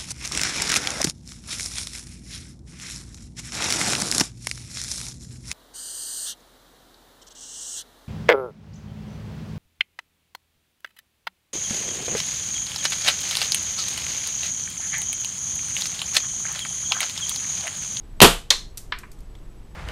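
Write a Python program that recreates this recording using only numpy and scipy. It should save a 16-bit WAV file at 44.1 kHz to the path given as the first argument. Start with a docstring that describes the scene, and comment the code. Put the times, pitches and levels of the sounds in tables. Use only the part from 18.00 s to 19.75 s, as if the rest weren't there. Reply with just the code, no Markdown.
"""Two trigger snaps over low room rumble and hum, then the bang of a homemade toy pistol above a desk.
The bang (pressure pulse, gas rush, ringing, wall echo) fills a small room and overloads the microphone.
A flying part strikes something hard that rings briefly; light pieces bounce with bright ticks and dull
knocks. Soft handling taps follow. A camera whines faintly throughout."""
import sys
import numpy as np
from scipy import signal
from scipy.fft import rfft, irfft
from scipy.io import wavfile
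from scipy.ndimage import uniform_filter1d

SR = 44100
rng = np.random.default_rng(int(sys.argv[2]) if len(sys.argv) > 2 else 0)


def unload_wav(signal):
    """Save mono or channel-first audio to the path in sys.argv[1] as 16-bit WAV at rate SR, clipped to [-1, 1]."""
    wavfile.write(
        sys.argv[1],
        SR,
        np.round(np.clip(np.atleast_2d(signal).T, -1, 1) * 32767).astype(np.int16),
    )


N = 77175
CONTACT_RISE_S = 0.00061


def amp(db):
    """Decibels to gain."""
    return 10 ** (np.asarray(db) / 20)


def unit(x):
    """Scale to rms 1."""
    return x / np.sqrt(np.mean(x ** 2) + 1e-20)


def read(points, hz):
    """Interpolate a table on a log-frequency axis."""
    f, value = np.transpose(points)
    return np.interp(np.log(hz + 1), np.log(f + 1), value)


def add(mix, start_s, sound):
    """Mix a sound in at start_s."""
    part = mix[round(start_s * SR):][:len(sound)]
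    part += sound[:len(part)]


def coloured(x, colour, edge_hz=None, size=4096):
    """Minimum-phase filter of unit energy, with an optional steep treble edge."""
    hz = abs(np.fft.fftfreq(size, 1 / SR))
    gain = amp(read(colour, hz))
    if edge_hz:
        gain = gain / np.sqrt(1 + (hz / edge_hz) ** 12)
    log_gain = np.log(unit(gain) + 1e-5)
    response = np.fft.ifft(np.exp(np.conj(signal.hilbert(log_gain)))).real
    return signal.fftconvolve(x, response[:size // 2])[:len(x)]


def room_tail():
    """Unit-energy reflections: a quick cloud off the desk, and a tail with a decay time per band."""
    # room decay (frequency [Hz], t60 [s])
    room_t60 = [(60, 0.12), (250, .17), (600, .24), (1500, .26), (3500, 0.27), (7000, 0.28), (13000, .24)]
    early_db, early_t60_s, build_s = 3, .09, .002
    hz, t, spectrum = signal.stft(rng.standard_normal(SR), SR, nperseg=256)
    early = amp(early_db - 60 * t / early_t60_s)
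    late = amp(-60 * t / read(room_t60, hz)[:, None])
    tail = signal.istft(spectrum * np.hypot(late, early), SR, nperseg=256)[1][:SR]
    tail *= 1 - np.exp(-np.arange(SR) / SR / build_s)
    return tail / np.linalg.norm(tail)


def burst(db, t60_s, room_db, rise_s=CONTACT_RISE_S):
    """Dense, fast-dying vibration plus reflections at room_db relative to it."""
    t = np.arange(SR) / SR
    envelope = (1 - np.exp(-t / rise_s)) * amp(db - 60 * t / t60_s)
    direct = envelope * rng.choice([-1, 1], SR)
    return direct + amp(room_db) * np.linalg.norm(envelope) * room_tail()


def ring(modes):
    """Decaying sines of random polarity."""
    t = np.arange(SR) / SR
    return sum(rng.choice([-1, 1]) * amp(db - 60 * t / t60_s) * np.sin(2 * np.pi * hz * t)
               for hz, db, t60_s in modes)


def noise(gain):
    """Steady noise of rms 1, shaped by a gain per frequency bin."""
    return unit(irfft(rfft(rng.standard_normal(N)) * gain, N))


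def room_tone():
    """Broad rumble and hiss, plus a narrow noise band of hum."""
    # rumble and hiss spectrum (frequency [Hz], relative density [dB])
    floor_colour = [(10, -5), (25, 1), (40, -4.5), (70, -14), (95, -17.5), (150, -19), (250, -25.5),
                    (370, -26), (550, -34), (850, -36), (1500, -42.5), (3000, -46.5), (7000, -53),
                    (11000, -55.5), (14000, -58)]
    # hum band (centre [Hz], width [Hz], level [dB])
    hum_hz, width_hz, hum_db = (110, 4, -57)
    floor_db = -40.5
    hz = np.fft.rfftfreq(N, 1 / SR)
    rumble = amp(floor_db) * noise(amp(read(floor_colour, hz)))
    hum = amp(hum_db) * noise(np.exp(-2 * ((hz - hum_hz) / width_hz) ** 2))
    return rumble + hum


def camera_whine():
    """Faint electrical tone, switching on with each frame."""
    whine_hz, whine_db = 7870, -68.5
    frame_hz, start_s, duty = 15, .031, .52
    t = np.arange(N) / SR
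    on = (t - start_s) * frame_hz % 1 < duty
    gate = uniform_filter1d(on.astype(float), size=128)
    return gate * amp(whine_db) * np.sin(2 * np.pi * whine_hz * t)


def handling():
    """Soft, damped taps of handling."""
    # taps (time [s], level [dB])
    taps = [(1.3520, -42.5), (1.3865, -53)]
    # tap spectrum (frequency [Hz], relative gain [dB])
    tap_colour = [(300, -12), (1300, -4), (2700, -6), (3600, 0.5), (4800, -8), (7000, -15), (13000, -23)]
    out = np.zeros(N)
    for s, db in taps:
        add(out, s, coloured(burst(db, t60_s=.017, room_db=-10), tap_colour))
    return out


def light_pieces():
    """Light pieces bounce; each bright tick starts with a sharp contact spike."""
    # bounces (time [s], level [dB], room send [dB])
    ticks = [(0.7734, -26.5, -1.5), (0.7777, -26.5, -4), (0.9876, -33.5, -3.5), (1.1172, -40, -5),
             (1.1300, -52, 0), (1.1888, -51.5, -6), (1.2052, -49.5, -6)]
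    # tick spectrum (frequency [Hz], relative gain [dB])
    tick_colour = [(300, -28), (1200, -16), (2500, -10.5), (4500, -2.5), (6300, 1), (9000, -0.5),
                   (11500, -4), (14000, -5)]
    spike_boost_db = 10
    out = np.zeros(N)
    for s, db, room_db in ticks:
        spike = amp(db + spike_boost_db) * signal.unit_impulse(SR)
        add(out, s, coloured(spike + burst(db, t60_s=.019, room_db=room_db), tick_colour))
    return out


def dull_piece():
    """A duller piece knocks twice, ringing briefly."""
    # bounces (time [s], level [dB], room send [dB], treble edge [Hz])
    knocks = [(0.9217, -16, -4.5, 4430), (1.0337, -31.5, -6.5, 2520)]
    # knock spectrum before the treble edge (frequency [Hz], relative gain [dB])
    knock_colour = [(150, -26), (400, -19.5), (650, -14.5), (850, -14), (1050, -1.5), (1700, 0.5),
                    (2400, -1), (3200, -6.5), (4500, -7.5), (7000, -13.5), (13000, 8)]
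    # modes of the piece (frequency [Hz], level re knock [dB], t60 [s])
    knock_modes = [(1000, -15, 0.091), (1272, -17, 0.1), (1722, -11, .06), (2361, -19, .08)]
    out = np.zeros(N)
    for s, db, room_db, edge_hz in knocks:
        knock = coloured(burst(db, t60_s=.028, room_db=room_db), knock_colour, edge_hz)
        add(out, s, knock + amp(db) * ring(knock_modes))
    return out


def impact():
    """A flying part hits a hard object, which rings; just after the hit the desk answers with a hollow body
    tone."""
    # hit and second contact (time [s], level [dB])
    clacks = [(.5040, -7), (.5059, -4.5)]
    # contact spectrum (frequency [Hz], relative gain [dB])
    clack_colour = [(100, -46.5), (250, -28), (450, -17), (700, -25), (1100, -17), (2000, -11.5),
                    (2700, -14), (3600, 3), (4300, -0.5), (4900, -5), (6400, -3), (7500, -10.5),
                    (10000, -16.5), (14000, -26)]
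    # modes of the object (frequency [Hz], level [dB], t60 [s])
    clack_modes = [(3653, -15.5, 0.056), (4050, -30, 0.21), (4110, -26.5, .28), (4161, -31.5, .33),
                   (4265, -28, 0.29), (6383, -16.5, .04)]
    # spectrum of the desk's hollow body tone (frequency [Hz], relative gain [dB])
    hollow_colour = [(100, -29), (300, -15), (460, -1.5), (620, -10), (850, -3.5), (1100, 2.5), (1400, -5),
                     (2000, -0.5), (2700, -4.5), (4000, -20), (12000, -37.5)]
    hit_s, hollow_s = clacks[0][0], .5075
    out = np.zeros(N)
    for s, db in clacks:
        add(out, s, coloured(burst(db, t60_s=.023, room_db=-5.5, rise_s=.0001), clack_colour))
    add(out, hit_s, ring(clack_modes))
    add(out, hollow_s, coloured(burst(db=-19.5, t60_s=.1, room_db=-4, rise_s=.0026), hollow_colour))
    return out


def trigger():
    """Two sharp snaps of the trigger just before the bang."""
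    # snaps (time [s], level [dB])
    snaps = [(0.2041, 1.5), (0.2154, 4)]
    # snap spectrum (frequency [Hz], relative gain [dB])
    snap_colour = [(100, -30), (400, -21), (900, -3.5), (1400, -7.5), (2000, -2), (2600, -3), (3300, -1),
                   (4200, -0.5), (5000, -9), (8000, -19), (14000, -26)]
    out = np.zeros(N)
    for s, db in snaps:
        add(out, s, coloured(burst(db, t60_s=.0061, room_db=-7, rise_s=.00005), snap_colour))
    return out


def bang():
    """Pressure pulse and gas rush; barrel and room ring, and the walls return a duller echo."""
    # gas rush spectrum (frequency [Hz], relative gain [dB])
    rush_colour = [(30, -6.5), (70, 1.5), (150, 5.5), (400, 7), (600, -1), (900, 0.5), (1400, -1.5),
                   (2100, -6), (3200, -0.5), (5500, -11), (8000, -9), (12500, -12), (15000, -21)]
    # barrel and room modes (frequency [Hz], level [dB], t60 [s])
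    bang_modes = [(32, -17, .6), (115, -10.5, .14), (168.6, -8.5, .22), (404, -5.5, 0.14),
                  (471.4, -16, .27), (686, -12.5, 0.24), (855, -20, .18), (1190, -19, .26),
                  (1343.5, -18, .24), (1925, -23, 0.21), (2864, -21.5, .24), (3025, -21.5, 0.33)]
    bang_s, pulse_db, pulse_s = .2171, 10, .0006
    rush_db, rush_t60_s = 5, .08
    echo_delay_s, echo_gain_db = .0265, -8
    u = np.arange(SR) / SR / pulse_s
    pulse = -amp(pulse_db) * (1 - u) * np.exp(-u)
    rush = coloured(burst(rush_db, rush_t60_s, room_db=1, rise_s=.0006), rush_colour)
    out = np.zeros(N)
    add(out, bang_s, pulse + rush + ring(bang_modes))
    echo = burst(rush_db + echo_gain_db, rush_t60_s, room_db=-12.5, rise_s=.0013)
    add(out, bang_s + echo_delay_s, coloured(echo, rush_colour, edge_hz=7000))
    return out


def scene():
    """Shot, aftermath and background at one microphone."""
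    shot = trigger() + bang()
    aftermath = impact() + light_pieces() + dull_piece() + handling()
    return (shot + aftermath + room_tone() + camera_whine())[None]


def record(dry):
    """Hard-knee microphone overload, then a low-pass."""
    ceiling, hardness, cutoff_hz = 1.02, 6, 14250
    overloaded = dry / (0.5 + abs(dry / ceiling) ** hardness) ** (1 / hardness)
    lowpass = signal.firwin(255, cutoff_hz, window=("kaiser", 8), fs=SR)
    return signal.oaconvolve(overloaded, lowpass[None], "same")


dry = scene()
out = record(dry)
unload_wav(out)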